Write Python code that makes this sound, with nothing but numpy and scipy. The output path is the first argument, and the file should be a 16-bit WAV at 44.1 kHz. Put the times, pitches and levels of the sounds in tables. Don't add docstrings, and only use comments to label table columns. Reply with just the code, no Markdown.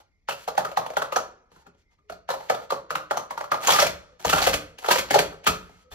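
import sys
import numpy as np
from scipy import signal
from scipy.fft import rfft, irfft, next_fast_len
from scipy.io import wavfile
from scipy.ndimage import uniform_filter1d

SR = 44100
rng = np.random.default_rng(int(sys.argv[2]) if len(sys.argv) > 2 else 0)


def attenuation_scalar(level_db):
    decades = np.asarray(level_db, float) / 20
    return 10 ** decades


def store_pcm(level_fs):
    pcm = np.round(np.clip(level_fs, -1, 1) * 32767).astype(np.int16)
    wavfile.write(sys.argv[1], SR, np.atleast_2d(pcm).T)


N = 261954
LEAD = 500
SHELL = signal.butter(3, 430, "high", fs=SR, output="sos")

# (frequency [Hz], level [dB], t60 [s])
WALL_MODES = [(520, 2, 0.011), (540, 1.5, 0.008), (620, -6, 0.0035), (793, 0.5, 0.061), (917, -5, 0.16),
              (1190, -6, 0.018), (1270, -11, 0.085), (1350, 1, 0.016), (1694, -10, 0.075),
              (2000, -10, 0.0082), (2790, -31, 0.06), (3350, -22.5, 0.056), (4277, -18, 0.06)]
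# (frequency [Hz], density [dB per Hz])
RIM_NOISE = [(820, -13.5), (1400, -10.5), (1510, 1), (3350, -6), (3720, -10.5), (4440, -9), (4980, -15),
             (7390, -12.5), (9390, -10), (11600, -19), (14400, -14), (16100, -23), (16800, -99.5)]
# (time [s], thump [dB], sway [dB])
TABLE_BANGS = [(2.098, -49, -60), (3.719, -54, -57.5), (3.838, -33, -44.5), (4.259, -33, -39),
               (4.333, -27, -39), (4.472, -34, -38), (4.538, -36.5, -61), (4.982, -38, -46.5),
               (5.108, -31, -52.5), (5.189, -30, -44), (5.474, -28.5, -37), (5.917, -58.5, -50.5)]


def evened(x):
    return x / np.sqrt(np.mean(x ** 2) + 1e-20)


def peaked(x):
    return x / np.sqrt(uniform_filter1d(x ** 2, 220).max())


def read(points, hz):
    f, value = np.transpose(points)
    return np.interp(np.log(hz + 1), np.log(f + 1), value)


def coloured(x, points):
    length = x.shape[-1]
    size = next_fast_len(length, True)
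    gain = attenuation_scalar(read(points, np.fft.rfftfreq(size, 1 / SR)))
    return irfft(rfft(x, size) * gain, size)[..., :length]


def add(mix, s, sound):
    part = mix[round(s * SR):][:len(sound)]
    part += sound[:len(part)]


def ring(modes, size, detune, luck_db):
    hz, db, t60 = np.transpose(modes)[:, :, None]
    off, sign, luck = rng.standard_normal((3, len(modes), 1))
    t = np.arange(size) / SR
    level = np.sign(sign) * attenuation_scalar(db + luck_db * luck - 60 * t / t60)
    return (level * np.sin(2 * np.pi * hz * (1 + detune * off) * t)).sum(0)


def knocks():
    # (time [s], blow [dB], cup air
    # [Hz], rim [Hz])
    set_down = [(0.287, -15.5, 600, 1940), (0.478, -17.5, 713, 1820), (0.484, -18.5, 630, 4100),
                (0.552, -31, 650, 1925), (0.578, -6, 757, 1870), (0.649, -17.5, 1260, 1905),
                (0.69, -32, 560, 2214), (0.716, -26.5, 650, 2830), (0.772, -7.5, 807, 1900),
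                (0.863, -21, 880, 3370), (0.903, -24, 643, 2100), (0.936, -31.5, 554, 3600),
                (0.969, -9.5, 914, 3650), (1.02, -14, 1240, 2070), (1.123, -17, 1270, 2720),
                (1.13, -20, 1250, 2940), (1.161, -12, 1260, 5600), (1.165, -9.5, 810, 6370),
                (2.1, -33, 563, 1750), (2.122, -30, 700, 4480), (2.29, -16, 640, 1770),
                   (2.303, -14.5, 560, 4040), (2.339, -19.5, 730, 2000), (2.405, -32, 666, 2000),
                   (2.499, -6.5, 580, 2600), (2.545, -20.5, 620, 3600), (2.62, -37, 556, 3430),
                   (2.705, -15, 1188, 4200), (2.722, -13, 820, 1950), (2.906, -14, 1253, 1930),
                   (2.954, -12, 1350, 2790), (3.11, -12, 890, 2000), (3.143, -28, 710, 1960),
                   (3.172, -13.5, 872, 6200), (3.307, -19.5, 950, 1850), (3.377, -18.5, 936, 1950),
                   (3.409, -19, 876, 2010), (3.441, -25.5, 609, 2020), (3.517, -8.5, 1239, 1930),
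                   (3.543, -15, 1270, 2120)]
    # (time [s], blow [dB], cup air [Hz], rim [Hz], crack over the blow [dB])
    rim_first = [
        (0.293, -22.5, 1400, 3050, -3.5),
        (0.309, -23.5, 2616, 2900, -8.5),
        (0.323, -30, 1400, 2800, -0.5),
        (2.098, -27, 594, 2800, -13.5),
        (2.311, -26, 1366, 4300, -4.5),
        (3.673, -18.5, 980, 6720, 6),
        (3.845, -29, 718, 3410, 5.5),
    ]
    # (time [s], blow [dB], cup
    # air [Hz], rim [Hz], crack over the blow [dB])
    row_slams = [(3.632, -30.5, 920, 6000, -15), (3.682, -8.5, 988, 3350, -12.5),
                 (3.705, -16, 1322, 3370, 5), (3.735, -15.5, 1000, 5600, 0), (3.762, -18, 854, 1910, 4.5),
                 (3.817, -16.5, 903, 2400, 2.5), (3.691, -6, 904, 3350, -9.5), (3.722, -16, 1190, 2360, 4),
                 (3.743, -13, 1253, 1900, -14.5), (3.788, -6, 1265, 2060, -11),
                 (3.795, -13, 950, 4400, -0.5), (3.801, -22.5, 514, 5500, 9.5),
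                 (3.824, -6, 618, 1970, -6.5), (3.867, -18.5, 565, 2400, 2.5),
                 (4.249, -10.5, 908, 6300, -14), (4.297, -15, 1270, 3350, 1.5),
                 (4.304, -22, 1440, 6300, -1), (4.33, -6.5, 1274, 2880, -9), (4.348, -25, 598, 2900, -8.5),
                 (4.366, -15, 812, 3170, -8), (4.382, -13.5, 1294, 2700, -5),
                 (4.404, -21.5, 625, 2500, -12.5), (4.426, -19.5, 1500, 4300, 3.5),
                 (4.419, -15.5, 632, 4160, -3), (4.44, -18.5, 802, 2050, 1.5), (4.467, -15, 1180, 2100, -1),
                 (4.471, -7, 485, 3150, -6.5), (4.497, -22, 492, 2500, -10), (4.533, -21, 1130, 1700, 2),
                 (4.54, -17, 534, 2530, 4),
                 (4.786, -38, 485, 2870, 4.5), (4.829, -34.5, 1290, 6500, -28.5),
                  (4.861, -25, 1245, 3270, -3.5), (4.845, -19.5, 1292, 3500, -29.5),
                  (4.886, -7, 1280, 4070, -13), (4.911, -7, 974, 1720, -1), (4.918, -17, 1270, 2670, 6.5),
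                  (4.99, -25, 683, 2350, 6.5), (4.958, -13, 544, 1870, -6.5),
                  (4.984, -22.5, 930, 2320, 3.5), (5.087, -36.5, 970, 4170, -3),
                  (5.108, -11, 785, 2230, -4.5), (5.142, -5.5, 861, 1720, -6), (5.148, -20, 780, 4500, 1.5),
                  (5.157, -2.5, 520, 3220, -21), (5.196, -17, 560, 4600, -4), (5.189, -11, 588, 2480, 1),
                  (5.327, -34.5, 570, 1860, -12), (5.442, -39.5, 730, 2640, 4),
                  (5.467, -10.5, 1203, 3450, -4.5), (5.473, -8, 1270, 2600, -1.5)]
    # (time [s], blow [dB], cup air [Hz], rim [Hz])
    nudges = [
        (1.517, -48, 456, 2570),
        (1.562, -46, 1036, 1840),
        (1.666, -42, 1420, 2500),
        (1.747, -57.5, 494, 3030),
        (1.987, -58, 1240, 2150),
        (4.122, -55, 509, 3460),
        (4.199, -40.5, 677, 6140),
        (4.731, -58, 487, 2070),
        (5.693, -45, 690, 2160),
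        (5.916, -41, 1140, 3530),
    ]
    firm_crack_db, firm_db, graze = -13, -13, 0.1
    set_thump_db, slam_thump_db = -25, -30.5
    nudge_crack_db, nudge_thump_db = -9.5, -4.5
    placed = [(s, db, air, firm_crack_db + graze * (firm_db - db), set_thump_db, rim)
              for s, db, air, rim in set_down]
    slammed = [(s, db, air, crack_db, slam_thump_db, rim)
               for s, db, air, rim, crack_db in rim_first + row_slams]
    nudged = [(s, db, air, nudge_crack_db, nudge_thump_db, rim) for s, db, air, rim in nudges]
    return placed + slammed + nudged


def cup_body(contacts, air_hz):
    near_db = 5
    grip_t60, air_t60 = 0.02, 0.016
    wall = [(hz, db - near_db * abs(np.log2(hz / air_hz)), min(t60, grip_t60)) for hz, db, t60 in WALL_MODES]
    modes = wall + wall + [(air_hz, 7, air_t60)]
    body = signal.fftconvolve(ring(modes, size=1500, detune=0.02, luck_db=0.86), contacts)[:1500]
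    return peaked(signal.sosfilt(SHELL, signal.sosfilt(SHELL, body)))


def rim_crack(contacts, rim_hz):
    # (frequency [Hz], level [dB])
    hiss_dull = [(3000, 6), (7000, -0.5), (9000, -22.5)]
    crack_t60 = 0.1
    t = np.arange(1500) / SR
    near_rim = [(rim_hz / 1.38, 0), (rim_hz, 6.), (rim_hz * 1.1, 0)]
    noise = coloured(coloured(rng.standard_normal(LEAD + 1500), RIM_NOISE), near_rim)
    snaps = signal.fftconvolve(contacts ** 2, np.exp(-t / 0.00098))[:1500]
    swell = attenuation_scalar(-60 * t / crack_t60) * (1 - np.exp(-t / .003))
    crack = peaked(noise[LEAD:] * (swell + 1.2 * snaps / snaps.max()))
    rim = signal.fftconvolve(ring([(rim_hz, 0, .007)] * 3, size=500, detune=.04, luck_db=0), contacts)
    add(crack, 0, 0.53 * peaked(rim))
    rise_db = -22 * t[LEAD:0:-1] / t[LEAD]
    return attenuation_scalar(rise_db) * coloured(evened(noise[:LEAD]), hiss_dull), crack


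def chatter(air_hz):
    # (frequency [Hz], density [dB per Hz])
    shiver_noise = [(380, -31), (520, 6), (620, 8), (830, -3), (1050, -7.5), (1280, -3), (1600, -10.5),
                    (4000, -28.5), (7000, -32.5)]
    level_db, t60, near_db = -13.5, 0.24, 3
    t = np.arange(4000) / SR
    near_air = [(hz, db - near_db * abs(np.log2(hz / air_hz))) for hz, db in shiver_noise]
    shiver = evened(coloured(rng.standard_normal(4000), near_air))
    flutter_db = 3.7 * evened(uniform_filter1d(rng.standard_normal(4000), size=200))
    return attenuation_scalar(level_db - 60 * t / t60) * (1 - np.exp(-t / 0.0082)) * shiver * attenuation_scalar(flutter_db)


def thump():
    # (frequency [Hz], level [dB], t60 [s])
    top_modes = [(135, 3, 0.12), (166, 5, 0.16), (215.6, -4, 0.21), (280.6, 7, 0.1), (400, -5, 0.27),
                 (420.6, 7.5, 0.12)]
    swell = 1 - np.exp(-np.arange(4000) / SR / 0.011)
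    return peaked(ring(top_modes + top_modes, size=4000, detune=0.0746, luck_db=0.5) * swell)


def knock(db, air_hz, crack_db, thump_db, rim_hz):
    t = np.arange(500) / SR
    landing = t / 0.0054 * np.exp(-t / 0.0028)
    contacts = rng.standard_normal(500) * (rng.random(500) < .04) * landing
    contacts[30] += .4
    hiss, crack = rim_crack(contacts, rim_hz)
    sound = np.r_[attenuation_scalar(crack_db - 11) * hiss, attenuation_scalar(thump_db - 2.5) * thump()]
    add(sound, LEAD / SR, cup_body(contacts, air_hz) + attenuation_scalar(crack_db - 2.0) * crack)
    add(sound, LEAD / SR, chatter(air_hz))
    return attenuation_scalar(db - 5.5) * sound


def slide(s, run_up, hold, db, bright_db):
    run_up_db, fade_db, fade_s = -24.5, -36.5, 0.046
    times = np.maximum.accumulate([max(s - run_up, 0), s, s + hold, s + hold + fade_s])
    return [(at, db + off_db, bright_db) for at, off_db in zip(times, (run_up_db, 0, 0, fade_db))]


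def rattle(rows, under_db, per_s, spread_db, hiss):
    s, db, bright_db = np.transpose(rows)
    t = np.arange(s[0], s[-1], 1 / SR)
    strength = attenuation_scalar(spread_db * np.minimum(rng.exponential(1, len(t)), 4))
    contacts = strength * (rng.random(len(t)) < per_s / SR)
    which = rng.integers(0, 3, len(t))
    body = np.zeros(len(t))
    for k in range(3):
        wall = ring(WALL_MODES, size=1500, detune=0.056, luck_db=-1.0)
        body += signal.fftconvolve(contacts * (which == k), wall)[:len(t)]
    body = signal.sosfilt(SHELL, body)
    puffs = signal.fftconvolve(contacts, np.exp(-np.arange(600) / 24.0))[:len(t)]
    scrape = coloured((hiss + evened(puffs)) * rng.standard_normal(len(t)), RIM_NOISE)
    sound = evened(body) + attenuation_scalar(np.interp(t, s, bright_db)) * evened(scrape)
    return s[0], attenuation_scalar(np.interp(t, s, db) - under_db) * sound * signal.windows.tukey(len(t), .05)


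def cups():
    # (time at full speed [s], run-up [s], hold [s], rattle [dB], scrape over the rattle [dB])
    sweeps = [
        (3.634, 0.033, 0.038, -27.5, 1),
        (3.676, .015, 0.13, -27.5, 3.5),
        (4.196, .008, 0.11, -44, -0.5),
        (4.249, .008, 0.25, -29, 4.5),
        (4.854, 0.072, 0.049, -30, -3.5),
        (4.901, 0.022, 0.093, -31.5, 7.5),
        (5.112, 0.0034, 0.027, -35, 7.5),
        (5.473, 0.02, 0.0035, -38, 0),
    ]
    # (time at full speed [s], run-up [s], hold [s], rustle [dB], brightness [dB])
    hands = [
        (.002, 0.003, 0.0041, -41, -7.5),
        (0.384, 0.049, 0.061, -53.5, 11.5),
        (1.524, 0.041, 0.1, -53, -4.5),
        (1.666, 0.026, 0.0044, -43, -30),
        (1.783, 0.034, 0.04, -75.5, 12),
        (1.915, .03, 0.0239, -62.5, -1),
        (2.379, 0.012, 0.27, -38.5, -9),
        (5.611, 0.026, 0.22, -58.5, 2.5),
        (5.92, 0.016, 0.017, -38, 0.5),
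    ]
    mix = np.zeros(N)
    for s, *blow in knocks():
        add(mix, s - .001 - LEAD / SR, knock(*blow))
    for s, thump_db, _ in TABLE_BANGS:
        add(mix, s, attenuation_scalar(thump_db) * thump())
    for row in sweeps:
        add(mix, *rattle(slide(*row), under_db=6.5, per_s=500., spread_db=2.0, hiss=0.08))
    for row in hands:
        add(mix, *rattle(slide(*row), under_db=10.0, per_s=6300.0, spread_db=4.0, hiss=1.7))
    return signal.sosfilt(signal.butter(3, 110, "high", fs=SR, output="sos"), mix)


def table():
    rest_db, under_blow_db, rise_s, t60 = -73.5, -49, 0.0024, 0.66
    pushes = [(s, db + under_blow_db) for s, db, *_ in knocks()] + [(s, db) for s, _, db in TABLE_BANGS]
    push = np.zeros(N)
    for s, db in pushes:
        push[round(s * SR)] += attenuation_scalar(2 * db)
    t = np.arange(SR) / SR
    power = signal.fftconvolve(push, (1 - np.exp(-t / rise_s)) ** 2 * attenuation_scalar(-120 * t / t60))[:N]
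    sway = [(15, -25.5), (30, -12.5), (52, -1.5), (75, -1), (110, -8.0), (200, -61.5)]  # (Hz, dB)
    lumps = coloured(rng.standard_normal(N), sway)
    return np.sqrt(abs(power) + attenuation_scalar(2 * rest_db)) * evened(lumps)


def hums():
    # (time [s], length [s], frequency [Hz], level [dB])
    tones = [
        (0.086, 0.12, 2110, -81),
        (1.293, 0.19, 374, -75),
        (1.828, 0.15, 2090, -77.5),
        (2.001, 0.28, 427, -68),
        (4.09, 0.11, 507, -64.5),
        (5.681, 0.31, 1290, -76),
        (5.682, 0.13, 2130, -72),
        (5.82, 0.12, 508, -65),
        (5.915, 0.019, 3490, -53.5),
    ]
    mix = np.zeros(N)
    for s, length, hz, db in tones:
        t = np.arange(0, length, 1 / SR)
        waver = np.cumsum(uniform_filter1d(rng.standard_normal(len(t)), 300)) * 0.039
        add(mix, s, attenuation_scalar(db + 8.0) * np.sin(2 * np.pi * hz * t + waver) * np.hanning(len(t)))
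    return mix


def room(x):
    # (frequency [Hz], t60 [s])
    decay = [(100, 0.53), (260, 0.51), (700, 0.27), (1840, 0.32), (4850, 0.26), (12000, 0.21)]
    # (frequency [Hz], level [dB])
    late_dull = [(1500, -2.5), (4000, -3.5)]
    late_db, late_stretch = -24, 3.1
    taps = np.zeros(SR * 3 // 4)
    at = np.arange(260, len(taps) - 20, 20)
    taps[at + rng.integers(0, 20, len(at))] = rng.choice([-1., 1.], len(at))
    hz, t, z = signal.stft(taps, SR, nperseg=256)
    fall_db = -60 * t / read(decay, hz)[:, None]
    late = attenuation_scalar(late_db + read(late_dull, hz)[:, None] + fall_db / late_stretch)
    tail = signal.istft(z * (attenuation_scalar(fall_db) + late), SR, nperseg=256)[1]
    return signal.fftconvolve(x, tail / np.linalg.norm(tail))[:N]


def view():
    # (frequency [Hz], level [dB])
    stack = [(250, -2), (450, 0), (590, 0), (800, -4), (1000, 1.5), (1270, 3), (1550, -1.5), (2700, -2),
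             (4300, 1.5), (9000, 1)]
    # (frequency [Hz], level [dB])
    air_noise = [(15, -25.5), (25, 1.5), (64, 1.5), (1500, -27), (2100, -11), (2690, -24), (6530, -29),
                 (9000, -34.5), (11700, -35), (12300, -70.5), (19800, -120)]
    room_db, air_db = -7, -72.5
    turns_per_s = 2.9
    dry = cups()
    sent = coloured(dry, stack)
    place = 2 * np.pi * turns_per_s * np.arange(N) / SR
    tails = room(sent * np.sin(place)) + room(sent * np.cos(place))
    air = attenuation_scalar(air_db) * evened(coloured(rng.standard_normal(N), air_noise))
    return dry + attenuation_scalar(room_db) * tails + hums() + table() + air


def scene():
    # (frequency [Hz], likeness [0..1])
    likeness = [(30, 1), (100, 0.71), (330, 0.86), (700, 0.34), (2000, 0.91), (5000, 0.14), (8000, 0.82),
                (10500, 0.86), (12200, 0.98), (16000, 0.92)]
    # (frequency [Hz], phase [rad])
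    left_lead = [(430, 0), (700, -1.3), (1800, -1.7), (2740, -1.6), (5000, -1.7), (7000, -2.2),
                 (8300, -3.1), (10000, -3.), (11000, -1.2), (12200, 0), (16500, 0)]
    size = next_fast_len(N, True)
    hz = np.fft.rfftfreq(size, 1 / SR)
    same = np.clip(read(likeness, hz), 0, 1)
    half_turn = np.exp(.5j * read(left_lead, hz))
    shared = np.sqrt((1 + same) / 2) * rfft(view(), size)
    own = np.sqrt((1 - same) / 2) * rfft(view(), size)
    return irfft(np.array([(shared + own) * half_turn, (shared - own) / half_turn]), size)[:, :N]


def gated(x):
    gate_db, depth_db, from_hz = -100., -8.5, 1500
    hz, t, z = signal.stft(x, SR, nperseg=1024)
    power = uniform_filter1d((abs(z) ** 2).mean(0), size=5, axis=0)
    level_db = 10 * np.log10(abs(power) + 1e-20)
    shut = np.clip((gate_db - level_db) / 6. + .5, 0, 1) * (hz > from_hz)[:, None]
    return signal.istft(z * attenuation_scalar(depth_db * shut), SR, nperseg=1024)[1][:, :N]


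def thinned(heard):
    # (low band from [Hz], low band to [Hz], everything above [Hz])
    weak_hz = (8300, 10100, 15700)
    patch_share, patch_below_db = 0.15, -50.5
    hz, t, centre = signal.stft(heard.mean(0), SR, nperseg=1024)
    band = (hz > weak_hz[0]) & (hz < weak_hz[1]) | (hz > weak_hz[2])
    power = (abs(centre[hz > 2000]) ** 2).sum(0)
    steady = power < 4 * np.r_[power[:2], power[:-2]]
    luck = rng.random((len(t) // 4 + 1, len(hz) // 16 + 1))
    luck = np.kron(luck, np.ones((4, 16)))[:len(t), :len(hz)].T
    soft = np.clip((patch_below_db - 10 * np.log10(power + 1e-20)) / 24.0 + .5, 0, 1)
    skipped = band[:, None] | ((hz > 7500)[:, None] & (luck < patch_share * soft))
    return heard - signal.istft(centre * skipped * steady, SR, nperseg=1024)[1][:N]


def top_cut(x):
    return signal.sosfilt(signal.butter(12, 16990, fs=SR, output="sos"), x)


def record(dry):
    # (frequency [Hz], level [dB])
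    mic_colour = [(30, 2.5), (200, 1), (600, 0.84), (2000, -1), (6000, 8), (7800, 5), (9000, 0), (10500, 4),
                  (13000, 0.9), (16300, -5.5), (17100, -45)]
    heard = coloured(0.91 * np.tanh(dry / 1.036), mic_colour)
    return top_cut(gated(thinned(heard)))


dry = scene()
out = record(dry)
store_pcm(out)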